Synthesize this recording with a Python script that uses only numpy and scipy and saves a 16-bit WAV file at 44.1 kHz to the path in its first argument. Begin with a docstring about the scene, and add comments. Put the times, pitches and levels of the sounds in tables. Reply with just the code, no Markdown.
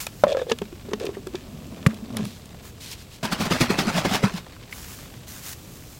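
"""A plastic lid knocks and scrapes round the rim of a tub of liquid and is pressed home with a snap.
The air under the lid is a cavity resonator, whose hollow note falls as the gap closes. The sealed tub
is shaken, about eleven sloshes a second, with ringing bubbles and thudding walls, then set down on dry
grass. Soft friction noise from palms and arms comes and goes over a low, steady outdoor hum."""
import sys
import numpy as np
from scipy import signal
from scipy.fft import rfft, irfft, next_fast_len
from scipy.io import wavfile
from scipy.ndimage import uniform_filter1d, map_coordinates

SR = 44100
rng = np.random.default_rng(int(sys.argv[2]) if len(sys.argv) > 2 else 0)


def dump_mix(stems):
    """Bounce the given channels to the path in sys.argv[1] as a 16-bit WAV at rate SR."""
    frames = np.atleast_2d(stems).T  # one column per channel
    limited = np.clip(frames, -1, 1)  # hard clip at full scale
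    pcm = np.round(limited * 32767).astype(np.int16)
    wavfile.write(sys.argv[1], SR, pcm)


N = 264159
TIME = np.arange(N) / SR


def amp(db):
    """Decibels to amplitude ratio."""
    return 10 ** (np.asarray(db) / 20)


def unit(x):
    """Scale to rms 1."""
    return x / np.sqrt(np.mean(x ** 2) + 1e-20)


def peak(x):
    """Scale to peak 1."""
    return x / np.abs(x).max()


def add(track, s, sound):
    """Superposition: mix a sound into the track at s seconds."""
    i = max(round(s * SR), 0)
    track[i:i + len(sound)] += sound[:max(N - i, 0)]


def level(rows):
    """Amplitude envelope through (s, dB) points, silent outside them."""
    s, db = np.transpose(rows)
    return amp(np.interp(TIME, s, db, left=-np.inf, right=-np.inf))


def strokes(rows):
    """Envelope of sliding contacts that build up, hold and fade, adding in power."""
    shapes = []
    for start, length, db, fade in rows:
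        rise = 1 - np.exp(-(np.maximum(TIME - start, 0) / (0.26 * length)) ** 2)
        shapes.append(amp(db) * rise * np.exp(-np.maximum(TIME - start - length, 0) / fade))
    return np.linalg.norm(shapes, axis=0)


def wobble(rate):
    """Smooth random modulation, rate knots a second."""
    return map_coordinates(rng.standard_normal(int(N * rate / SR) + 4), [TIME * rate])


def impulses(per_s):
    """A Poisson train of unit impulses."""
    return rng.random(N) < per_s / SR


def filtered(x, response):
    """Linear filtering: multiply the spectrum by a frequency response."""
    m = next_fast_len(len(x) + 8192)
    return irfft(rfft(x, m) * response(np.fft.rfftfreq(m, 1 / SR)), m)[:len(x)]


def coloured(x, spectrum):
    """Spectral shaping by (Hz, dB) points on a log frequency axis, at rms 1."""
    hz, db = np.transpose(spectrum)
    return unit(filtered(x, lambda f: amp(np.interp(np.log(f + 1), np.log(hz + 1), db))))


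def resonate(x, modes):
    """Forced response of (Hz, bandwidth in Hz, dB) modes of alternating sign."""
    return filtered(x, lambda f: sum((-1) ** k * amp(db) * 1j * f * w / (hz * hz - f * f + 1j * f * w)
                                     for k, (hz, w, db) in enumerate(modes)))


def band(x, lo_hz, hi_hz):
    """Causal band-pass filter."""
    return signal.sosfilt(signal.butter(2, [lo_hz, hi_hz], "band", fs=SR, output="sos"), x)


def narrow(hz, width_hz):
    """Narrow-band noise whose centre may move, at rms 1."""
    lowpass = signal.butter(2, width_hz / 2, fs=SR, output="sos")
    drift = signal.sosfilt(lowpass, rng.standard_normal((2, N)))
    phase = 2 * np.pi * np.cumsum(hz * np.ones(N)) / SR
    return unit(drift[0] * np.cos(phase) + drift[1] * np.sin(phase))


def patchy(x, depth_db):
    """Random spectral modulation in patches of a few hundred hertz by a few hundredths of a second."""
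    spectra = signal.stft(x, nperseg=512)[2]
    field = uniform_filter1d(rng.standard_normal(spectra.shape), size=3, axis=0)
    field = uniform_filter1d(field, size=6, axis=1)
    return signal.istft(spectra * amp(depth_db * unit(field)), nperseg=512)[1][:N]


def ring(t, hz, t60, attack):
    """A damped oscillation whose envelope peaks at 1."""
    shape = amp(-60 * t / t60) * (1 - np.exp(-t / attack))
    return shape / shape.max() * np.sin(2 * np.pi * hz * t)


def burst(t, t60):
    """Exponentially decaying noise."""
    return rng.standard_normal(len(t)) * amp(-60 * t / t60)


def grit(ticks, t60, samples):
    """Shot noise: each impulse starts a decaying noise burst."""
    decay = amp(-60 * np.arange(samples) / SR / t60)
    return signal.fftconvolve(ticks, decay)[:N] * rng.standard_normal(N)


def friction_hiss(spectrum):
    """Sliding friction: noise with a fine, uneven grain, at rms 1."""
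    return coloured(rng.standard_normal(N) * amp(1.6 * wobble(400) + wobble(25)), spectrum)


def rasp(modes, slips_per_s, hiss):
    """Irregular stick-slip: random impulses and some hiss drive the modes, at rms 1."""
    slips = impulses(slips_per_s) * rng.standard_normal(N)
    return unit(resonate(unit(slips) + hiss * rng.standard_normal(N), modes))


# The outdoor background. Each row: frequency in Hz, relative spectral density in dB.
AMBIENT_SPECTRUM = [(12, -30), (20, -6), (77, 3.5), (130, 1.5), (319, -8), (446, -10.5), (574, -13.5),
                    (949, -21.5), (1090, -20), (1760, -29), (2530, -22.5), (7730, -27.5), (9140, -31.5),
                    (14700, -30.5), (16000, -31)]

def outdoors():
    """Ambient noise: a low steady hum under faint hiss, and a thin, distant narrow-band whir."""
    hum = amp(-43.5 + wobble(3.7)) * coloured(rng.standard_normal(N), AMBIENT_SPECTRUM)
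    return hum + amp(-69) * narrow(7750, width_hz=900)


# Arm movements. Each row: start in seconds, length in seconds, level in dB, fade in seconds.
ARM_STROKES = [(0, 0.0089, -31, 0.036), (.08, 0.15, -51.5, .02), (2.61, .08, -48.5, .015),
               (4.67, .24, -43, .17), (5.26, 0.073, -42, 0.19), (5.405, .128, -38, 0.009),
               (5.54, 0.43, -50.5, 0.065)]
# Their rustle. Each row: frequency in Hz, relative spectral density in dB.
ARM_SPECTRUM = [(410, -41), (700, -7), (1520, -3), (3600, -5.5), (6740, -1), (8990, -6), (14800, -4.5),
                (16000, -6)]

def rustling():
    """Friction noise: the moving arms make a soft, airy hiss."""
    return strokes(ARM_STROKES) * amp(1.5) * friction_hiss(ARM_SPECTRUM)


# Grass yields to the tub. Each row: start in seconds, length in seconds, level in dB, fade in seconds.
GRASS_YIELDING = [(4.35, 0.52, -48.5, 0.51)]

def grass():
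    """Shot noise: dry stalks stirred by hands, tub and arms tick, a few loud among many faint."""
    ticks = impulses(per_s=260) * amp(4 * np.minimum(rng.exponential(size=N), 2.5))
    spectrum = [(200, -53), (600, 0.5), (1500, 1), (4000, -1), (9000, -16.5), (16000, -35)]
    stalks = coloured(grit(ticks, t60=0.023, samples=SR // 40), spectrum)
    hands = amp(-53.5) * np.interp(TIME, [5.1, 5.6], [1, 0.4])  # calmer once they let go
    arms = amp(-14) * strokes(ARM_STROKES)
    stir = np.linalg.norm([hands, strokes(GRASS_YIELDING), arms], axis=0)
    return stir * amp(-3) * stalks


# The rim's modes. Each row: frequency in Hz, bandwidth in Hz, gain in dB.
RIM_MODES = [(1130, 190, 1), (1720, 180, 4.5), (2460, 440, 3), (3490, 870, 4), (4900, 3500, -1.5),
             (7600, 4900, -6.5)]
# The lip catches. Each row: start in seconds, level in dB, relative treble and body levels in dB.
LIP_CLICKS = [(0.0665, -16.5, -2, -3.5), (0.2368, -13, -16, -14), (0.325, -18.5, -35, -18),
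              (0.3683, -21.5, -21, -18), (0.4966, -16.5, -21, -3), (0.508, -26, -5, -6),
              (0.5167, -7.5, -25, -8.5), (0.5862, -20.5, -10, -15), (0.6177, -26.5, -11, 3.5),
              (0.933, -16, -16.5, -1.5), (0.9984, -25, -9, -10), (1.0534, -26, -3.5, -8),
              (1.065, -20.5, -23, -24), (1.27, -31.5, 1, -1), (1.3529, -21, -18, -34),
              (1.6683, -43, 2, -17), (1.943, -33.5, -2, -14), (2.1685, -19.5, 1, -3.5),
              (2.2523, -26, -1, -4), (2.4563, -45, 8.5, -17)]

def clicks():
    """Impulse excitation: the lip slips off the rim, and a brief crack rings the rim's modes."""
    out, t = np.zeros(N), np.arange(SR // 16) / SR
    for s, db, top_db, body_db in LIP_CLICKS:
        t60 = 0.0072 * amp(-0.3 * top_db)  # brighter cracks are shorter
        crack = lambda: (burst(t, t60) + amp(-11) * burst(t, 0.03)) * (1 - np.exp(-t / 0.00078))
        rim = amp(-3.5) * peak(band(resonate(crack(), RIM_MODES), 2230, 6800))
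        top = amp(top_db + 1) * peak(band(burst(t, 0.014) + amp(-10) * crack(), 4100, 13000))
        body = amp(body_db - 2) * peak(band(crack(), 450, 1340))
        add(out, s + 0.00037, amp(db) * (rim + top + body))
    return out


def wall_thump(hz):
    """Coupled vibration: the pushed walls swing for a few cycles and wake the lid's drum note."""
    t = np.arange(SR // 5) / SR
    drum = ring(t, 210 * (1 + rng.normal(0, 0.086)), t60=0.17, attack=0.014)
    return amp(-1) * ring(t, hz, t60=0.065, attack=0.0073) + amp(-9) * drum


# Pushes on the tub. Each row: start in seconds, level in dB, wall frequency in Hz.
WALL_PUSHES = [(0.234, -23, 231), (0.513, -25, 227), (0.614, -26, 191), (0.932, -27, 217),
               (1.542, -30.5, 154), (2.02, -28.5, 207), (2.1, -28, 240), (2.196, -28, 121),
               (2.228, -23.5, 126), (2.261, -27.5, 197)]

def thumps():
    """Free vibration: the walls ring down after each push from the lid or thumbs."""
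    out = np.zeros(N)
    for s, db, hz in WALL_PUSHES:
        add(out, s + 0.0023, amp(db) * wall_thump(hz))
    return out


# The note of the air under the loose lid. Each row: time in seconds, frequency in Hz.
CAVITY_PITCH = [(.24, 594), (.41, 520.8), (.73, 344.4), (.93, 410), (1.03, 482.5), (1.07, 402), (1.35, 365)]

def cavity_hz(s):
    """Cavity resonance: the note falls as the gap closes, and rises near 1 s as the lid lifts."""
    return np.interp(s, *np.transpose(CAVITY_PITCH))


# The lid's panel modes. Each row: frequency in Hz, level in dB, 60 dB decay time in seconds.
LID_MODES = [(1010, -17, .02), (1230, 4, 0.02), (1536, -8, 0.019), (1692, 4.5, 0.05), (2100, 0.5, 0.013)]

def lid_ring(t):
    """Modal superposition: the panel's modes sum, varying in strength and tuning at each blow."""
    return peak(sum(amp(db + rng.normal(0, 2.3)) * ring(t, hz * rng.normal(1, 0.039), t60, 0.00016)
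                    for hz, db, t60 in LID_MODES))


# The loose lid hits the tub. Each row: start in seconds, level in dB, relative lid ring in dB.
LID_KNOCKS = [(0.236, -1.5, -29), (0.267, -14, -12), (0.293, -22, -19), (0.32, -19, -23), (0.347, -14, -30),
              (0.369, -15, -4.5), (0.394, -22, 3), (0.415, -17.5, -9), (0.466, -27.5, -12),
              (0.497, -27, 10), (0.514, -13, 3), (0.615, -21.5, -19), (0.725, -32, -17),
              (0.885, -28.5, -19), (0.915, -25, -26), (0.932, -19, -1), (1.011, -23, -26),
              (1.042, -23, -14), (1.068, -23.5, -30), (1.089, -21.5, -26), (1.168, -26, -22),
              (1.268, -26, -5), (1.345, -21, -29)]

def knocks():
    """Impact excitation: each knock rings cavity, walls and lid; gentle contacts start softly."""
    out, t = np.zeros(N), np.arange(SR // 6) / SR
    sag = 1 + 0.21 * np.exp(-t / 0.0018) - 0.14 * t  # the note drops as the gap narrows
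    for s, db, lid_db in LID_KNOCKS:
        force = amp(db)
        hz = cavity_hz(s) * rng.normal(1, 0.027) * sag
        hollow = ring(t, hz, t60=0.037 + 0.024 * (1 - min(force, 1)), attack=0.00025 / (force + 0.23))
        clack = peak(band(burst(t, 0.05), 350, 1120))  # the walls' dry, pitchless answer
        panel = amp(lid_db - 7) * lid_ring(t)
        panel += force * amp(-14.5) * ring(t, 1280, 0.026, 0.0021)  # strongest in a hard landing
        add(out, s + 0.001006, force * (amp(1) * hollow + amp(-10) * clack + panel))
    return out


# The lip drags. Each row: start in seconds, length in seconds, level in dB, fade in seconds.
LIP_DRAGS = [(.265, 0.064, -37, 0.013), (.355, .07, -43, 0.012), (.475, 0.05, -42, .01),
             (.88, 0.47, -65, .05), (.995, 0.041, -40.5, 0.044), (1.32, 0.059, -47.5, 0.048),
             (1.89, 0.02, -48, 0.016), (2.15, 0.058, -42.5, .03)]

def creak():
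    """Stick-slip friction: the lip rasps on the rim, squeaks and stirs the cavity's hollow note."""
    loose = TIME < CAVITY_PITCH[-1][0]
    sliding_on = TIME < CAVITY_PITCH[2][0]
    rim = amp(-1.5) * rasp(RIM_MODES, slips_per_s=600, hiss=0.47)
    hollow = loose * amp(10.5) * narrow(cavity_hz(TIME), width_hz=150)
    squeak = sliding_on * amp(-4.5) * narrow(3500 * (1 + 0.037 * wobble(25)), width_hz=260)
    return strokes(LIP_DRAGS) * (rim + hollow + squeak)


# How hard the thumbs bear on the lid. Each row: time in seconds, level in dB.
THUMB_PRESSURE = [(.85, -42.5), (1.05, -45), (1.5, -49), (1.77, -39.5), (1.87, -38.5), (2.0, -45),
                  (2.2, -31.5), (2.33, -51.5), (2.63, -48.5), (2.8, -66)]

def pressing():
    """Forced vibration: skin sticks and slips on the lid, driving its drum note and a dull rasp."""
    drum = narrow(np.interp(TIME, [2.12, 2.25], [228, 180]), width_hz=81)  # drops as the lid bows in
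    skin = rasp([(390, 115, 0.5), (668, 130, -2), (1050, 260, -10)], slips_per_s=350, hiss=0.44)
    return level(THUMB_PRESSURE) * (drum + amp(-6.5) * skin)


def ticking():
    """Finger ticks under load: the pressing fingers tick on the lid and rim in faint, uneven ticks."""
    slips = impulses(per_s=45) * rng.uniform(0.26, 1, N)
    ticks = unit(resonate(grit(slips, t60=0.012, samples=SR // 50), RIM_MODES))
    return level(THUMB_PRESSURE) * amp(-16.5) * ticks


# Grass and fingers crackle round the tub. Each row: start in seconds, level in dB, pitch in Hz.
DRY_CRACKLES = [(1.148, -34.5, 1930), (2.058, -40, 4200), (2.544, -36, 660), (4.464, -33, 605),
                (4.563, -36, 1400), (4.725, -23.5, 2100), (5.363, -37, 1600)]

def crackles():
    """Damped resonance: each crackle is a short, rough burst around its own pitch."""
    out, t = np.zeros(N), np.arange(SR // 16) / SR
    for s, db, hz in DRY_CRACKLES:
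        crack = burst(t, 0.033) * (1 - np.exp(-t / 0.00071))
        pitched = amp(-0.5) * peak(resonate(crack, [(hz, 350, 0)]))
        rough = amp(-18) * peak(band(crack, 480, 3000))
        add(out, s, amp(db) * (pitched + rough))
    return out


# The tub's modes as it seals. Each row: frequency in Hz, bandwidth in Hz, gain in dB.
SEAL_MODES = [(415, 73, 1.5), (547, 46, 4), (1155, 105, 2.5), (1970, 290, -8), (3200, 840, -22)]

def snap():
    """Elastic release: the lip jumps the bead, trapped air pops, the lid hums and scuffs home."""
    out, t = np.zeros(N), np.arange(SR // 4) / SR
    crack = peak(sum((-1) ** k * amp(db) * width * ring(t, hz, np.log(1000) / (np.pi * width), 0.0001)
                     for k, (hz, width, db) in enumerate(SEAL_MODES)))
    zip_along = peak(band(rng.standard_normal(len(t)), 1500, 10200) / (1 + (t / 0.0091) ** 6))
    rattle = peak(band(burst(t, 0.033), 750, 2500))
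    add(out, 1.8635, amp(-10) * crack + amp(-22) * zip_along + amp(-12.5) * rattle)
    pop = np.sin(2 * np.pi * 157 * t) * np.exp(-((t - 0.0058) / 0.0048) ** 2)
    hum = ring(t, 219.2, t60=0.23, attack=0.011)
    add(out, 1.865, amp(-2.5) * pop + amp(-22) * hum)
    scuff = unit(band(rng.standard_normal(len(t)), 1100, 2100)) * np.exp(-((t - 0.025) / 0.015) ** 2)
    add(out, 1.885, amp(-44) * scuff)
    return out


def judder():
    """Relaxation oscillation: a thumb skids in regular slips, slower and harder, and the lid groans."""
    start, end = 2.11, 2.21
    slip_hz = np.interp(TIME, [start, end], [128.5, 96.5]) * (1 + 0.022 * wobble(80))
    cycles = np.cumsum(slip_hz) / SR
    slips = np.diff(np.floor(cycles), prepend=0) * level([(start, -35), (end, -22)])
    return amp(-19.5) * peak(resonate(slips, [(107, 49, -4.5), (216, 31, 5), (417, 120, -27)]))


# The palm slides. Each row: start in seconds, length in seconds, level in dB, fade in seconds.
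PALM_STROKES = [(2.24, .025, -45, 0.13), (2.795, .045, -40, 0.049), (2.84, 0.079, -41, .015),
                (2.903, 0.029, -34.5, 0.015), (2.97, 0.044, -48, 0.027), (3.09, 0.073, -49, 0.017)]
# Skin on plastic. Each row: frequency in Hz, relative spectral density in dB.
PALM_SPECTRUM = [(590, -16), (1000, -6.5), (1110, -13), (1750, -7), (3980, -0.5), (14900, -14),
                 (16000, -19)]

def rubbing():
    """Friction noise: skin brushes round the smooth tub with a fine-grained hiss."""
    return strokes(PALM_STROKES) * friction_hiss(PALM_SPECTRUM)


def bubbles(per_s, centre_hz, spread, cycles, size_db):
    """Bubble resonance: a dense stream of short, rising rings, at rms 1."""
    when, pitch, size = rng.random((int(per_s * N / SR), 3)).T
    hz = np.clip(centre_hz * (pitch / (1 - pitch)) ** spread, 200, 12000)[:, None]
    t = np.arange(SR // 80) / SR
    age = t * hz / cycles
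    strength = amp(size_db * np.minimum(-np.log(1 - size), 3))[:, None]
    rise = 1 + 0.055 * np.minimum(age, 2)
    rings = strength * np.exp(-3 * age) * np.sin(2 * np.pi * hz * t * rise)
    where = (when * N).astype(int)[:, None] + np.arange(len(t))
    return unit(np.bincount(where.ravel(), rings.ravel())[:N])


# The liquid hits an end of the tub. Each row: start in seconds, thud level in dB, thud pitch in Hz,
# time to the crest in seconds, wash level in dB, spray level in dB, drain time in seconds.
SLOSH_STROKES = [(3.229, -22, 159, 0.025, -25, -23.5, 0.014), (3.320, -26, 192, 0.0077, -21, -19, 0.015),
                 (3.398, -19, 173, 0.015, -22.5, -23, 0.031), (3.453, -36, 190, .009, -23, -23.5, 0.011),
                 (3.506, -16, 182, 0.01, -21, -23.5, 0.056), (3.606, -12.5, 135, 0.0076, -18, -15.5, 0.026),
                 (3.695, -16.5, 215, 0.0076, -20.5, -34, 0.039),
                 (3.783, -17, 196, 0.0075, -18.5, -20, .032), (3.868, -16.5, 205, 0.025, -21, -43, 0.018),
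                 (3.949, -19.5, 180, 0.034, -20.5, -22.5, 0.025),
                 (4.047, -18, 284, 0.0074, -21, -25.5, 0.022), (4.111, -20, 232, 0.044, -19.5, -20.5, 0.02),
                 (4.229, -27, 170, 0.009, -21, -37, 0.032), (4.337, -23, 195, 0.044, -33, -32, 0.018)]

def sloshing():
    """Forced sloshing: at each stroke bubbles and spray swell and drain, and the walls rumble."""
    first_jerk, last_jerk, settle_s = 3.228, 4.2, 0.064
    churn = amp(-35.5) * np.exp(-np.maximum(TIME - last_jerk, 0) / settle_s)  # between strokes
    flow_power, spray_power = churn ** 2, np.zeros(N)
    for s, _, _, crest, wash_db, spray_db, drain in SLOSH_STROKES:
        age = TIME - s - crest
        swell = lambda rise, fall: np.exp(-np.maximum(-age / (0.88 * rise), age / fall))
        flow_power += (swell(crest, drain) * amp(wash_db)) ** 2
        # spray flies ahead of the wash and settles sooner
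        spray_power += (swell(1.26 * crest, 0.81 * drain) * amp(spray_db)) ** 2
    moving = np.clip((TIME - first_jerk) / 0.0026, 0, 1)
    gurgle = bubbles(per_s=420, centre_hz=1150, spread=0.45, cycles=14, size_db=3.5)
    walls = unit(resonate(rng.standard_normal(N), [(176, 61, -5), (310, 65, -28), (112, 39, -12)]))
    spray = rng.standard_normal(N) * amp(2.1 * wobble(900))
    fizz = coloured(spray, [(1000, -12), (3000, 1), (5500, -1.5), (10000, -11), (16000, -13.5)])
    liquid = amp(-3) * wash() + amp(-6) * gurgle + amp(-5) * walls
    return moving * (np.sqrt(flow_power) * liquid + amp(-7) * np.sqrt(spray_power) * fizz)


# The splashing liquid. Each row: frequency in Hz, relative spectral density in dB.
WASH_SPECTRUM = [(160, -30), (280, -11), (400, -6.5), (515, -7), (560, -3.5), (1080, -3), (1960, -7.5),
                 (2530, -5.5), (2940, -9.5), (4500, -11.5), (9150, -24), (14200, -32.5), (16000, -33)]

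def wash():
    """Modulated noise: the splash flickers in level and colour, at rms 1."""
    flicker = rng.standard_normal(N) * amp(2.5 * wobble(700))
    return coloured(patchy(flicker, depth_db=3.2), WASH_SPECTRUM)


def thuds():
    """Liquid impact: each slosh meets the wall with a wet slap and pushes it out."""
    out, t = np.zeros(N), np.arange(SR // 20) / SR
    for s, db, hz, *_ in SLOSH_STROKES:
        slap = peak(band(burst(t, t60=0.016), 500, 7500))
        add(out, s + 0.002, amp(db - 6.5) * slap)
        add(out, s + 0.0021, amp(db) * wall_thump(hz))
    return out


# Big air pockets in the liquid. Each row: start in seconds, level in dB, starting pitch in Hz.
AIR_POCKETS = [(3.229, -21.5, 640), (3.249, -19.5, 890), (3.322, -17.5, 1320), (3.507, -15.5, 340),
               (3.606, -10.5, 320), (3.701, -11, 383), (3.784, -17, 347), (3.854, -21, 350),
               (3.966, -19, 577), (4.049, -14, 342), (4.054, -18, 567), (4.111, -17.5, 710),
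               (4.230, -14.5, 430)]

def gulps():
    """Bubble resonance: a pocket of air rings briefly, rising in pitch as it nears the surface."""
    out, t = np.zeros(N), np.arange(SR // 10) / SR
    for s, db, hz in AIR_POCKETS:
        add(out, s, amp(db - 4) * ring(t, hz * (1 + 2.1 * t), t60=0.014 + 11 / hz, attack=0.0015))
    return out


def set_down():
    """Damped impact: the full tub lands on the ground with one deep bump and a short boom."""
    out, t = np.zeros(N), np.arange(SR // 4) / SR
    bump = np.sin(2 * np.pi * 165 * t) * np.exp(-((t - 0.006) / 0.0069) ** 2)
    boom = ring(t, 194, t60=0.098, attack=0.012)
    add(out, 4.2385, amp(-10.5) * bump + amp(-14.5) * boom)
    return out


def scene():
    """Free-field superposition: the sources add in the open air, without echoes."""
    surroundings = outdoors() + rustling() + grass()
    closing = clicks() + thumps() + knocks() + creak() + pressing() + ticking() + snap() + judder()
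    handling = crackles() + rubbing()
    shaking = sloshing() + thuds() + gulps() + set_down()
    return (surroundings + closing + handling + shaking)[None]


def record(dry):
    """Clipping and band limiting: the sound is held to full scale, then cut off at 16 kHz."""
    return filtered(np.clip(dry[0], -1, 1), lambda hz: hz < 16000)[None]


dry = scene()
out = record(dry)
dump_mix(out)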